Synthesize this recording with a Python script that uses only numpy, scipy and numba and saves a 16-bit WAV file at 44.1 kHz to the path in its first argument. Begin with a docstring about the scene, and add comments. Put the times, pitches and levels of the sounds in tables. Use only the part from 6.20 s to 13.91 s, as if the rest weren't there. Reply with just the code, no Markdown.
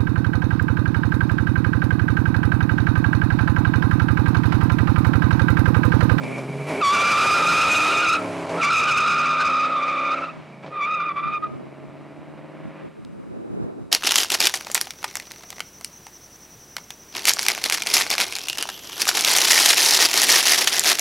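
"""A V8 burbles and barks close by, then its rear tyres squeal through three gears as it drives off.
Eight firings a cycle excite the resonances of two exhaust pipes; puffs of noise give gas hiss, and
flickering narrow noise gives rasp. Both tyres stick and slip, a wavering tone with overtones over scrub
noise; sheds echo the car. Wind and a low rumble are coloured noise; a tape camcorder adds head-drum whine,
hiss and casing taps, and its input overloads at the loudest moments."""
import sys
import numpy as np
from scipy import signal
from scipy.fft import rfft, irfft, next_fast_len
from scipy.io import wavfile
from scipy.ndimage import uniform_filter1d
from numba import njit

SR = 44100
rng = np.random.default_rng(int(sys.argv[2]) if len(sys.argv) > 2 else 0)


def wav_out(sig):
    """Save sig, one row per channel (or a flat mono array), as 16-bit PCM at SR to the path in sys.argv[1]."""
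    wavfile.write(sys.argv[1], SR, np.round(np.clip(np.atleast_2d(sig).T, -1, 1) * 32767).astype(np.int16))


N = 340222
TIME_S = np.arange(N) / SR


def undb(db):
    """Amplitude gain is ten to the power of the level in dB over 20."""
    return 10 ** (np.asarray(db) / 20)


def unit(x):
    """Normalisation: a signal divided by its root mean square has rms 1."""
    return x / np.sqrt(np.mean(x ** 2))


def curves(table):
    """Linear interpolation turns each column after t/s into a curve, sample by sample."""
    s, *columns = np.transpose(table)
    return [np.interp(TIME_S, s, column) for column in columns]


def geared(tables, fade_s=0.014):
    """Piecewise curves: tables joined in time, and a gate that is open while one of them runs."""
    gate = 0
    for table in tables:
        start_s, end_s = table[0][0], table[-1][0]
        gate = gate + np.clip(np.minimum(TIME_S - start_s, end_s - TIME_S) / fade_s, 0, 1)
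    return curves(np.vstack(tables)) + [gate]


def colour(points):
    """Spectral shaping: white noise weighted along (f/Hz, density level/dB) points, scaled to rms 1."""
    hz, db = np.transpose(points)
    size = next_fast_len(N)
    bin_hz = np.arange(1, size // 2 + 2) * SR / size
    gain = undb(np.interp(np.log(bin_hz), np.log(hz), db))
    return unit(irfft(rfft(rng.standard_normal(size)) * gain, size)[:N])


def walk(rate):
    """Low-rate random modulation: levels held for 1 / rate s and slewed twice; rms 1."""
    hold = max(int(SR / rate), 1)
    steps = np.repeat(rng.standard_normal(N // hold + 1), hold)
    return unit(uniform_filter1d(uniform_filter1d(steps, hold), hold)[:N])


@njit
def svf(x, hz, width):
    """State-variable filter: two integrators in a loop, with a moving centre; band and low outputs."""
    band, low = np.empty(len(x)), np.empty(len(x))
    band_state, low_state = 0., 0.
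    for i in range(len(x)):
        g = np.tan(np.pi * hz[i] / SR)
        damping = width[i] / hz[i]
        v = (band_state + g * (x[i] - low_state)) / (1 + g * (g + damping))
        band[i] = damping * v
        low[i] = low_state + g * v
        band_state = 2 * v - band_state
        low_state = low_state + 2 * g * v
    return band, low


def ring(x, hz, width_hz):
    """Resonance: a damped mode of fixed frequency passes the band around it."""
    return svf(x, np.full(N, 1. * hz), np.full(N, 1. * width_hz))[0]


def steady(x):
    """Gain control: the level is held at rms 1 over a fifth of a second."""
    return x / np.sqrt(uniform_filter1d(x ** 2, size=8192) + 1e-12)


def engine(cycle_hz, gas_db, rasp_db, boom_db, rough):
    """Source and resonator: each firing kicks the pipe of its bank and lets out a puff of gas."""
    # in firing order: bank, level/dB, lag through its branch of the manifold/s
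    cylinders = [(0, 0, 0), (1, -.5, .0006), (1, -4, -.0004), (0, -5, .0008), (1, -9, 0), (0, -9, -.0006),
                 (0, -3, .0004), (1, -1.5, -.0008)]
    bank_lag_s, bank_db = .0007, -5  # the far pipe is heard later and softer
    # share of the unevenness between cylinders, even while held on the brake, lumpy under load: t/s, share
    lump_share = [(0, 0.66), (.45, 0.65), (.6, 0.95), (4.5, 0.9), (5.4, 0.9), (7.71, 1.1)]
    # modes of the pipe: f/Hz, width/Hz, level/dB
    pipe_modes = [(99, 21, -24.5), (150, 32, 4), (263, 36, 2), (307, 37, 4), (398, 28, 4), (538, 58, 1),
                  (627, 13.3, 2), (860, 320, -18.5)]
    # its colour shifts with load and as the car turns away: t/s, then change of level/dB of each mode
    pipe_colour = [(0, -3, 0, 17, -5, 6, 9, -6, -16), (.12, -6, 0, 18, 6, 11, 11, 9, -12),
                   (.25, 3, 0, 18.5, 20, 9, 6, 8, -12), (.4, -8, 0, 15, 4, 19, -7, 9, -10),
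                   (.5, -7, 0, 8, -6, 5.5, 1, 6, -4), (1, 12, 0, 0, -2, -0.5, 2, -7, 10),
                   (1.9, 2, 0, -25, -4.5, -7, -0.5, -1, 5), (1.95, 5, 0.00095, 3, -1, 6, -5, -2, 4),
                   (2.05, 24, 0.0011, 8, 10, 5, 9, 12, 7), (2.35, 10, 0.007, -14, 0, -8, -11, 5, 10),
                   (2.6, 4, 0.00068, 0.5, -11, 0, -8.5, 0, 1), (3.1, 2, 0, 0.5, -5, -5, -2, -2, -1),
                   (3.5, -3, 0.0047, 1.5, 8.5, -5, 10, 6, -5), (4.05, 4, 0, -4, 2, -19, 5, -2, 2),
                   (4.12, 13, 0.011, -3.5, 0, -8, -5, 5, -6), (4.4, 18, 0, 5.5, -2.5, -4.5, -2, 3.5, -4),
                   (4.6, 5, 0.0000063, -2, -2.5, 1, 4, -7, -3), (5.5, -5, 0.0062, -5, 0, -10, -8, 0, -4),
                   (6.6, 12.5, 0, 12, 12, 4, 13.5, 5, -7)]
    # a mode near 206 Hz thrums at the start and again from 4.7 s: t/s, level re the pipe modes/dB
    thrum_level, thrum_hz, thrum_width_hz = [(0, -11), (2, -23.5), (4.3, -22), (4.7, -8.5), (5.5, -11.5),
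                                             (6.6, -5)], 206.3, 33
    # a low mode near 105 Hz drones when the throttle shuts: t/s, level re the pipe modes/dB
    drone_level, drone_hz, drone_width_hz = [(0, -21), (1.92, -22), (2, -5.5), (2.3, -8), (2.45, -23),
                                             (3.4, -20), (4.05, -11.5), (4.15, -3.5), (4.4, -9), (4.6, -16),
                                             (6.6, -25)], 105, 31
    # noise spectra of the rough firings and of the hissing gas: f/Hz, density level/dB
    rumble_spectrum, gas_spectrum = [(40, -42), (130, -10.5), (600, 10.5), (1000, -23), (2000, -35)], [(500, -28), (1000, 1.5), (1600, -3.5), (2300, -3),
                                                     (3500, -14), (7000, -19), (11000, -16), (15500, -38)]
    rasp_hz = 2300

    count = .99 + 8 * np.cumsum(cycle_hz) / SR
    firing = count.astype(int)
    at = np.flatnonzero(np.diff(firing)) + 1
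    bank, db, branch_s = np.transpose(cylinders)[:, firing % 8]
    late_chance, size_chance = rng.standard_normal((N // 64, 2))[:len(at)].T
    # the two banks fire unevenly, which gives the burble below the firing rate
    lump = np.clip(curves(lump_share)[0][at], 0, 1)
    late_s = lump * (bank[at] * bank_lag_s + branch_s[at]) + .001 * rough[at] * late_chance
    size = undb(lump * (db[at] + bank_db * bank[at]) + 6 * rough[at] * size_chance)
    kicks = np.zeros(N)
    np.add.at(kicks, np.clip(at + (late_s * SR).astype(int), 0, N - 1), size)
    # the valve opens gradually, so each kick is a soft push
    kicks = signal.sosfilt(signal.butter(4, 1100, fs=SR, output="sos"), kicks)

    def single_mode(hz, width_hz):
        """Two equal resonances in cascade select one mode narrowly."""
        return steady(ring(ring(kicks, hz, width_hz), hz, width_hz))

    modes = 0
    for (hz, width_hz, mode_db), shift_db in zip(pipe_modes, curves(pipe_colour)):
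        modes = modes + undb(mode_db + shift_db) * ring(kicks, hz, width_hz)
    pipe = steady(modes)
    pipe = pipe + undb(boom_db) * single_mode(165.0, 40)
    pipe = pipe + undb(curves(thrum_level)[0]) * single_mode(thrum_hz, thrum_width_hz)
    pipe = pipe + undb(curves(drone_level)[0]) * single_mode(drone_hz, drone_width_hz)

    # each puff dies away in 4 ms over a constant flow
    puff = unit(signal.lfilter([1], [1, -np.exp(-1 / (.004 * SR))], kicks) + 2.5)
    gas = puff * (1.1 * rough * colour(rumble_spectrum) + undb(gas_db) * colour(gas_spectrum))
    flicker = undb(3.7 * walk(62))
    rasp = unit(flicker * ring(ring(rng.standard_normal(N), rasp_hz, 170), rasp_hz, 300))
    return np.sqrt(1 - rough ** 2) * pipe + gas + undb(rasp_db) * rasp


def air():
    """Turbulence: wind buffets the ports and rushes brighter as it grows, beside a low rumble."""
    # wind presses the two ports of the microphone in opposite senses: t/s, level/dB
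    wind_level = [(0, -40), (.1, -34), (.22, -42), (.3, -69), (3.3, -63), (3.7, -53), (4.15, -41),
                  (4.3, -63), (4.6, -56), (4.85, -40.5), (5.15, -36), (5.4, -35.5), (5.5, -41),
                  (6.05, -44.5), (6.3, -41), (6.42, -39.5), (6.53, -46), (6.66, -32.5), (6.72, -44),
                  (6.79, -35.5), (6.84, -44), (6.88, -38.5), (7.05, -36.5), (7.15, -34.5), (7.3, -34.5),
                  (7.45, -31), (7.52, -35.5), (7.6, -34.5), (7.65, -41), (7.71, -37)]
    # spectra of buffet and rush: f/Hz, density level/dB
    buffet_spectrum, rush_spectrum = [(25, 2.5), (110, 2), (250, 1), (350, -11.5), (600, -20.5),
                                      (1500, -53)], [(200, -9.5), (350, 2), (600, -10.5), (1840, -34),
                                                      (3440, -46), (8000, -67)]
    # rush re buffet at gust level, its extra dB per dB of wind, and that gust level
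    rush_at_gust_db, rush_growth, gust_db = -2.5, 1, -35.5
    shared_db = -13.5  # the part of the wind alike at both ports
    # a steady rumble, then gusts felt alike at both ports once the car has gone:
    # t/s, level before rumble_gain_db is added/dB
    gust_level, rumble_gain_db = [(6.72, -64), (7.028, -58), (7.038, -51), (7.052, -58), (7.11, -63),
                                  (7.14, -51.5), (7.23, -60), (7.312, -55), (7.444, -51.5), (7.566, -57),
                                  (7.594, -54), (7.638, -59), (7.686, -61), (7.71, -56)], 12
    # f/Hz, density level/dB
    rumble_spectrum = [(12, -7), (25, 2), (90, 3), (245, 10.5), (534, -0.5), (789, -5.5), (1460, -12),
                       (2500, -29.5), (3450, -40.5), (15500, -72.5)]

    db = curves(wind_level)[0]
    rush_db = rush_at_gust_db + rush_growth * (db - gust_db)

    def wind():
        """Gusts are noise of randomly varying intensity."""
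        buffet = undb(5.1 * walk(24)) * colour(buffet_spectrum)
        rush = undb(rush_db + 2.1 * walk(30)) * colour(rush_spectrum)
        return undb(db) * (buffet + rush)

    rumble_db = rumble_gain_db + curves(gust_level)[0]
    mid = undb(rumble_db) * colour(rumble_spectrum) + undb(shared_db) * wind()
    # a softer, independent part differs between the ports
    side = undb(rumble_db - 6.5) * colour(rumble_spectrum) + wind()
    return np.array([mid + side, mid - side])


def camcorder():
    """Rotation yields harmonics: the head drum whines steadily, with tape hiss and taps on the casing."""
    # harmonics of the head drum: multiple of drum_hz, level/dB
    whine_harmonics, drum_hz = [(8, -69), (9, -72), (15, -77), (17, -77), (19, -79), (22, -86), (24, -85),
                                (25, -83), (26, -78), (27, -88), (28, -83), (30, -85), (32, -82), (34, -86),
                                (36, -87), (37, -90), (39, -87), (40, -87), (46, -89), (49, -91), (51, -90),
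                                (54, -88), (56, -91), (58, -91), (64, -89), (69, -95), (72, -94), (80, -92),
                                (105, -101)], 149.85
    # tape hiss: f/Hz, density level/dB
    hiss_spectrum, hiss_db = [(1500, -19), (3000, 0.5), (4400, -6.5), (8400, -1.5), (12000, -4),
                              (15500, -16.5)], -70.5
    # a finger taps the casing: t/s, envelope level/dB
    finger_taps = [(6.8494, -37), (7.5343, -64)]
    tap_spectrum = [(810, 2), (1500, 6), (2510, 9), (7010, -6), (13010, -18)]  # f/Hz, density level/dB

    whine = 0
    for multiple, db in whine_harmonics:
        cycles = multiple * drum_hz * TIME_S + .1 * rng.standard_normal()
        whine = whine + np.sqrt(2) * undb(db) * np.sin(2 * np.pi * cycles)
    taps = sum(undb(db) * (TIME_S > s) * np.exp(-np.abs(TIME_S - s) / 0.001) for s, db in finger_taps)
    return whine + undb(hiss_db) * colour(hiss_spectrum) + taps * colour(tap_spectrum)


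def pops():
    """Impulsive combustion: unburnt gas lights in the pipe, a short ringing bark."""
    # t/s, envelope level before pop_db is added/dB
    barks = [(0.034, -27), (0.182, -26.5), (2.266, -26), (2.294, -23.5), (4.428, -42), (4.462, -30),
             (5.266, -38), (6.176, -39)]
    pop_hz, pop_width_hz, decay_s, pop_db = 580, 200, .018, -3
    shape = 0
    for s, db in barks:
        shape = shape + undb(db + pop_db) * (TIME_S > s) * np.exp(-np.abs(TIME_S - s) / decay_s)
    return shape * unit(ring(rng.standard_normal(N), pop_hz, pop_width_hz))


def sheds(x):
    """Diffuse reflection: metal sheds return a dull, scattered echo, different at each side."""
    sheds_db, t60_s, gap_s, dull_pole = -29, 0.45, 0.045, 0.89
    t = np.arange(SR) / SR
    tail = rng.standard_normal((2, SR)) * 1000. ** (-t / t60_s) * (t > gap_s)
    tail = signal.lfilter([1], [1, -dull_pole], tail)
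    tail = signal.sosfilt(signal.butter(2, 8000, fs=SR, output="sos"), tail)
    tail = tail / np.sqrt(np.sum(tail ** 2, axis=1, keepdims=True))
    return undb(sheds_db) * signal.fftconvolve(x[None], tail, axes=1)[:, :N]


def squeal(hz, db, over_db, waver, flutter_db, chorus_db):
    """Stick-slip oscillation: a wavering tone with overtones, and a blur from tread blocks out of step."""
    # multiple of the slip rate, level before over_db is added/dB
    overtone_levels = [(2, -1.5), (3, -14.5), (4, -35), (5, -58.5)]
    wavering_hz = hz * (1 + waver * walk(55) + .7 * waver * walk(220))
    phase = 2 * np.pi * np.cumsum(wavering_hz) / SR
    overtones = 0
    for k, overtone_db in overtone_levels:
        level = undb(overtone_db + 2.5 * walk(90))
        overtones = overtones + level * np.sin(k * phase + .09 * k * walk(500))
    flutter = undb(flutter_db * walk(70))
    tone = np.sqrt(2) * flutter * (np.sin(phase) + undb(over_db) * overtones)

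    def blur(k):
        """Narrow-band noise follows a multiple of the slip rate."""
        centre_hz, width_hz = k * hz, 0.13 * k * hz
        once = svf(rng.standard_normal(N), centre_hz, width_hz)[0]
        return unit(svf(once, centre_hz, width_hz)[0])

    first, second = blur(1), blur(2)
    return undb(db) * (tone + undb(chorus_db) * (first + undb(over_db) * second))


def tyres():
    """Friction: two tyres squeal over the scrub of rubber on concrete, hushed whenever they bite."""
    # one table a gear: t/s, slip rate f/Hz of the near tyre, squeal level/dB, overtones re squeal/dB
    slip = [
        [(.59, 1375, -58, -13), (.615, 1325, -25, -2), (.627, 1191, -16, -20), (.64, 1143, -14.5, -4.5),
         (.675, 1131, -10.5, -9), (.708, 1129, -12.5, -7), (.73, 1175, -16.5, -3.5), (.8, 1157, -19, 1),
         (1.1, 1223, -17, -5), (1.3, 1227, -17.5, -1), (1.55, 1243, -20.5, 3.5), (1.8, 1236, -22.5, 1.5),
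         (1.91, 1234, -21, 3), (1.96, 1259, -20, -2.5), (2, 1302, -35, -17), (2.05, 1241, -74, -16)],
        [(2.36, 1296, -42, -37), (2.41, 1302, -25, -4), (2.435, 1143, -20, 3), (2.49, 1169, -21.5, -3.5),
         (2.52, 1242, -21.5, 2.5), (3.2, 1221, -20, -6.5), (3.43, 1236, -20.5, -7), (3.52, 1265, -22, -13.5),
         (3.61, 1162, -24, -5.5), (3.68, 1248, -22.5, -9), (3.72, 1205, -23.5, -6), (3.91, 1203, -24.5, -5),
         (3.944, 1281, -21.5, -7.5), (3.956, 1415, -26.5, -29), (3.97, 1324, -26.5, -6.5),
         (4.005, 1174, -26.5, -17), (4.02, 1337, -31, -13), (4.042, 1290, -24, -11), (4.056, 1355, -26.5, -8),
         (4.084, 1180, -28.5, -12), (4.1, 1300, -37.5, -6), (4.13, 1260, -51, -10)],
        [(4.49, 1200, -68, -1), (4.53, 1231, -31, -14.5), (4.61, 1172, -24.5, -8.5), (4.64, 1156, -27, 4.5),
         (4.67, 1227, -21.5, -7.5), (4.75, 1252, -26.5, -3.5), (4.806, 1190, -26, -5.5),
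         (4.876, 1218, -25.5, -7), (4.9, 1153, -24, -11.5), (4.97, 1157, -24, -7.5), (5.054, 1194, -25, -9.5),
         (5.14, 1236, -23.5, -6.5), (5.175, 1205, -29.5, -7), (5.245, 1252, -23.5, -30),
         (5.272, 1216, -38.5, -7), (5.29, 1260, -65, -17)],
    ]
    # both sink under the near squeal as the car leaves:
    # t/s, far tyre level re near/dB, scrub level re near/dB, rms depth of the warble/Hz
    tyre_mix = [(.62, -4, -30, 5), (.65, -25, -20, 5.3), (.75, -4, -7, 18), (1.4, -1, -6.5, 30),
                (1.65, -3, -2, 22.9), (1.9, 0, -10, 29.4), (2.4, -3, -8, 38), (3.1, -6, -12.5, 33),
                (3.3, -5.5, -13.5, 38), (3.5, -13, -13, 36), (4, -10.5, -14.5, 29.4), (4.6, -24, -18, 17.4),
                (4.8, -8.5, -21, 19.5), (5.06, -8.5, -22, 18.7), (5.12, -16, -19.5, 16),
                (5.2, -18, -22, 12)]
    # the tyres bite for a moment and the squeal breaks off: t/s, length/s, drop/dB
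    grips = [(3.954, 0.011, 12), (4.006, 0.026, 10), (4.064, 0.032, 6.5), (4.942, 0.036, 17),
             (5.017, 0.025, 7), (5.107, 0.034, 6.5), (5.204, 0.04, 23)]
    # the far tyre flicks upward at random; the widest flicks: t/s, rise/Hz
    flicks, flick_s = [(0.729, 69.5), (0.889, 80.93), (1.049, 60.04), (1.168, 49.8), (1.53, 141.3),
                       (1.73, 59.6), (1.84, 89.55), (2.47, 49.66), (2.685, 151.9), (2.791, 89.73),
                       (3.02, 79.33), (3.216, 144)], 0.027
    far_slip_hz, flick_hz, flick_rate = 1321, 24.92, 20
    near_drift, far_dull_db = 0.003013, -9  # the latter for the far tyre's overtones
    # f/Hz, density level/dB
    scrub_spectrum = [(310, 1.5), (910, 6), (1810, 1), (3510, -3.5), (6010, -15.5), (9010, -11.5),
                      (12510, -20), (15510, -28)]
    arch_hz, arch_width_hz, arch_db = 1977, 42, -24.5  # the wheel arch rings with the scrub; re squeal

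    hz, db, over_db, gate = geared(slip)
    far_db, scrub_db, warble_hz = curves(tyre_mix)

    def warble():
        """Frequency modulation: the tyre carcass shakes and the squeal warbles with it."""
        return warble_hz * steady(ring(rng.standard_normal(N), 59.7, 20.7))

    far_hz = far_slip_hz + flick_hz * np.clip(walk(flick_rate), 0, None)
    far_hz = far_hz + sum(rise * np.exp(-((TIME_S - s) / flick_s) ** 2) for s, rise in flicks)
    near_hz = hz * (1 + near_drift * walk(25)) + warble()
    near_waver = .005 * np.clip(warble_hz / 20, .3, 1)
    near = squeal(near_hz, db, over_db, waver=near_waver, flutter_db=1.6, chorus_db=-12)
    far = squeal(far_hz + warble(), db + far_db, over_db + far_dull_db,
                 waver=.014, flutter_db=4, chorus_db=-4)
    scrub = undb(db + scrub_db + 1.5 * walk(40)) * colour(scrub_spectrum)
    scrub = scrub + undb(db + arch_db) * unit(ring(rng.standard_normal(N), arch_hz, arch_width_hz))
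    bite_db = sum(drop * np.exp(-((TIME_S - s) / (length / 2)) ** 6) for s, length, drop in grips)
    return gate * (undb(-bite_db) * (near + far) + undb(-.6 * bite_db) * scrub)


def scene():
    """Propagation: the car speeds away and dulls with distance as air takes its treble."""
    # revs climb in each gear and fall at the shifts: t/s, engine cycle rate f/Hz, roughness 0-1
    revs = [(0, 16.2, .22), (.25, 16.6, .17), (.45, 18, .2), (.65, 23.5, .45), (1, 29.3, .18),
            (1.3, 34.3, .08), (1.6, 38.3, .08), (1.8, 40.2, .08), (1.89, 40.5, .1), (1.93, 38.3, .08),
            (2.1, 34.6, .1), (2.27, 32, .12), (2.34, 34, .4), (2.41, 34, .35), (2.52, 28.7, .25),
            (2.8, 30.2, .08), (3.1, 31.5, .05), (3.5, 32.9, .03), (4.04, 33.7, .03), (4.1, 32, .05),
            (4.4, 27.2, .1), (4.45, 28.4, .4), (4.52, 28.2, .35), (4.65, 22, .24), (4.8, 20.7, .15),
            (5.35, 17, .1), (5.7, 17.7, .11), (6.65, 19.7, .11), (7, 15, .5), (7.71, 14, .5)]
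    # exhaust, up with the throttle, down at each lift and with distance: t/s, level/dB
    exhaust_level = [(0, -28.5), (.46, -32), (.49, -22.5), (.6, -23), (.66, -30.5), (1.3, -27.5),
                     (1.88, -28), (2, -28), (2.255, -27.5), (2.266, -35), (2.285, -31), (2.293, -29),
                     (2.31, -25.5), (2.38, -24), (2.42, -32.5), (3.37, -33), (4.02, -32.5), (4.09, -41.5),
                     (4.422, -45.5), (4.43, -36), (4.455, -36.5), (4.464, -41), (4.48, -37), (4.52, -41),
                     (6.6, -41.5), (6.74, -55.5), (7.71, -63.5)]
    # t/s, then gas hiss, pipe rasp and muffler boom, each level re exhaust/dB
    exhaust_tone = [(0, -16, -14, 0.5), (.08, -12, -9.5, -0.5), (.2, -11.5, -7.5, 1),
                    (.26, -13.5, -21, 4.5), (.45, -10.5, -10.5, 5), (.6, -13.5, -11.5, -45),
                    (1.3, -10, -28, -2.5), (1.85, -43, -2, -35), (2, -10, -16, -7), (2.4, -11.5, -20, -14),
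                    (3.5, -11.5, -4, -9), (4, -6.5, -3.5, -22.5), (4.1, -4.5, -20, -3),
                    (4.4, -8, -7.5, 6.5), (4.5, -9.5, -28, -6), (5.4, -11, -21, -13), (6.2, -9.5, -35, -4),
                    (6.55, -5.5, -22, -6.5), (6.75, 0.5, -29, 2), (7.71, -0.5, -30, 2)]
    start_m, rolls_s, accel_m_s2 = 2, 0.11, 8.3
    wet_db_per_doubling = .5  # the echo gains on the direct sound as the car leaves

    cycle_hz, rough = curves(revs)
    exhaust = undb(curves(exhaust_level)[0]) * engine(cycle_hz, *curves(exhaust_tone), rough)
    car = exhaust + tyres() + pops()
    metres = start_m + accel_m_s2 / 2 * np.clip(TIME_S - rolls_s, 0, None) ** 2
    edge_hz = np.clip(46000 / np.sqrt(np.clip(metres, 1, None)), 500, 14000)
    car = svf(car, edge_hz, 1.5 * edge_hz)[1]
    car = svf(car, 1.4 * edge_hz, 2 * edge_hz)[1]
    echo = sheds(car * undb(wet_db_per_doubling * np.log2(metres / start_m)))
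    return car + echo + air() + camcorder()


def record(dry):
    """Filtering and saturation: bass cuts around a shared overload, treble fall, stereo spread, top cut."""
    overload, knee = .17, 4
    casing_db, casing_hz, casing_s = -18, 4600, .008
    port_hz, bass_hz, treble_hz, top_hz = 14, 116, 9700, 15660
    balance_db = -.7  # left re right

    bass_cut = signal.butter(1, bass_hz, "high", fs=SR, output="sos")
    deep_cut = signal.butter(1, 45, "high", fs=SR, output="sos")
    treble_fall = signal.butter(2, treble_hz, fs=SR, output="sos")
    x = signal.sosfilt(bass_cut, dry)
    # the mean of the channels overloads both together
    x = x / (1 + np.abs(x.mean(axis=0) / overload) ** knee) ** (1 / knee)
    x = signal.sosfilt(np.vstack([bass_cut, deep_cut, treble_fall]), x)
    # the casing scatters treble unequally to the two ports
    scatter = rng.standard_normal(512) * np.exp(-np.arange(512) / (casing_s * SR))
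    treble = ring(ring(x.mean(axis=0), casing_hz, casing_hz), casing_hz, casing_hz)
    side = signal.fftconvolve(treble, scatter / np.linalg.norm(scatter))[:N]
    x = x + undb(casing_db) * side * np.array([[1], [-1]])
    # an all-pass gives the right channel a slight phase lead in the bass
    pole = np.exp(-2 * np.pi * port_hz / SR)
    x = np.array([x[0], signal.lfilter([pole, -1], [1, -pole], x[1])])
    x = x * undb([[balance_db / 2], [-balance_db / 2]])
    return signal.sosfilt(signal.ellip(12, .2, 80, top_hz, fs=SR, output="sos"), x)


dry = scene()
out = record(dry)
wav_out(out)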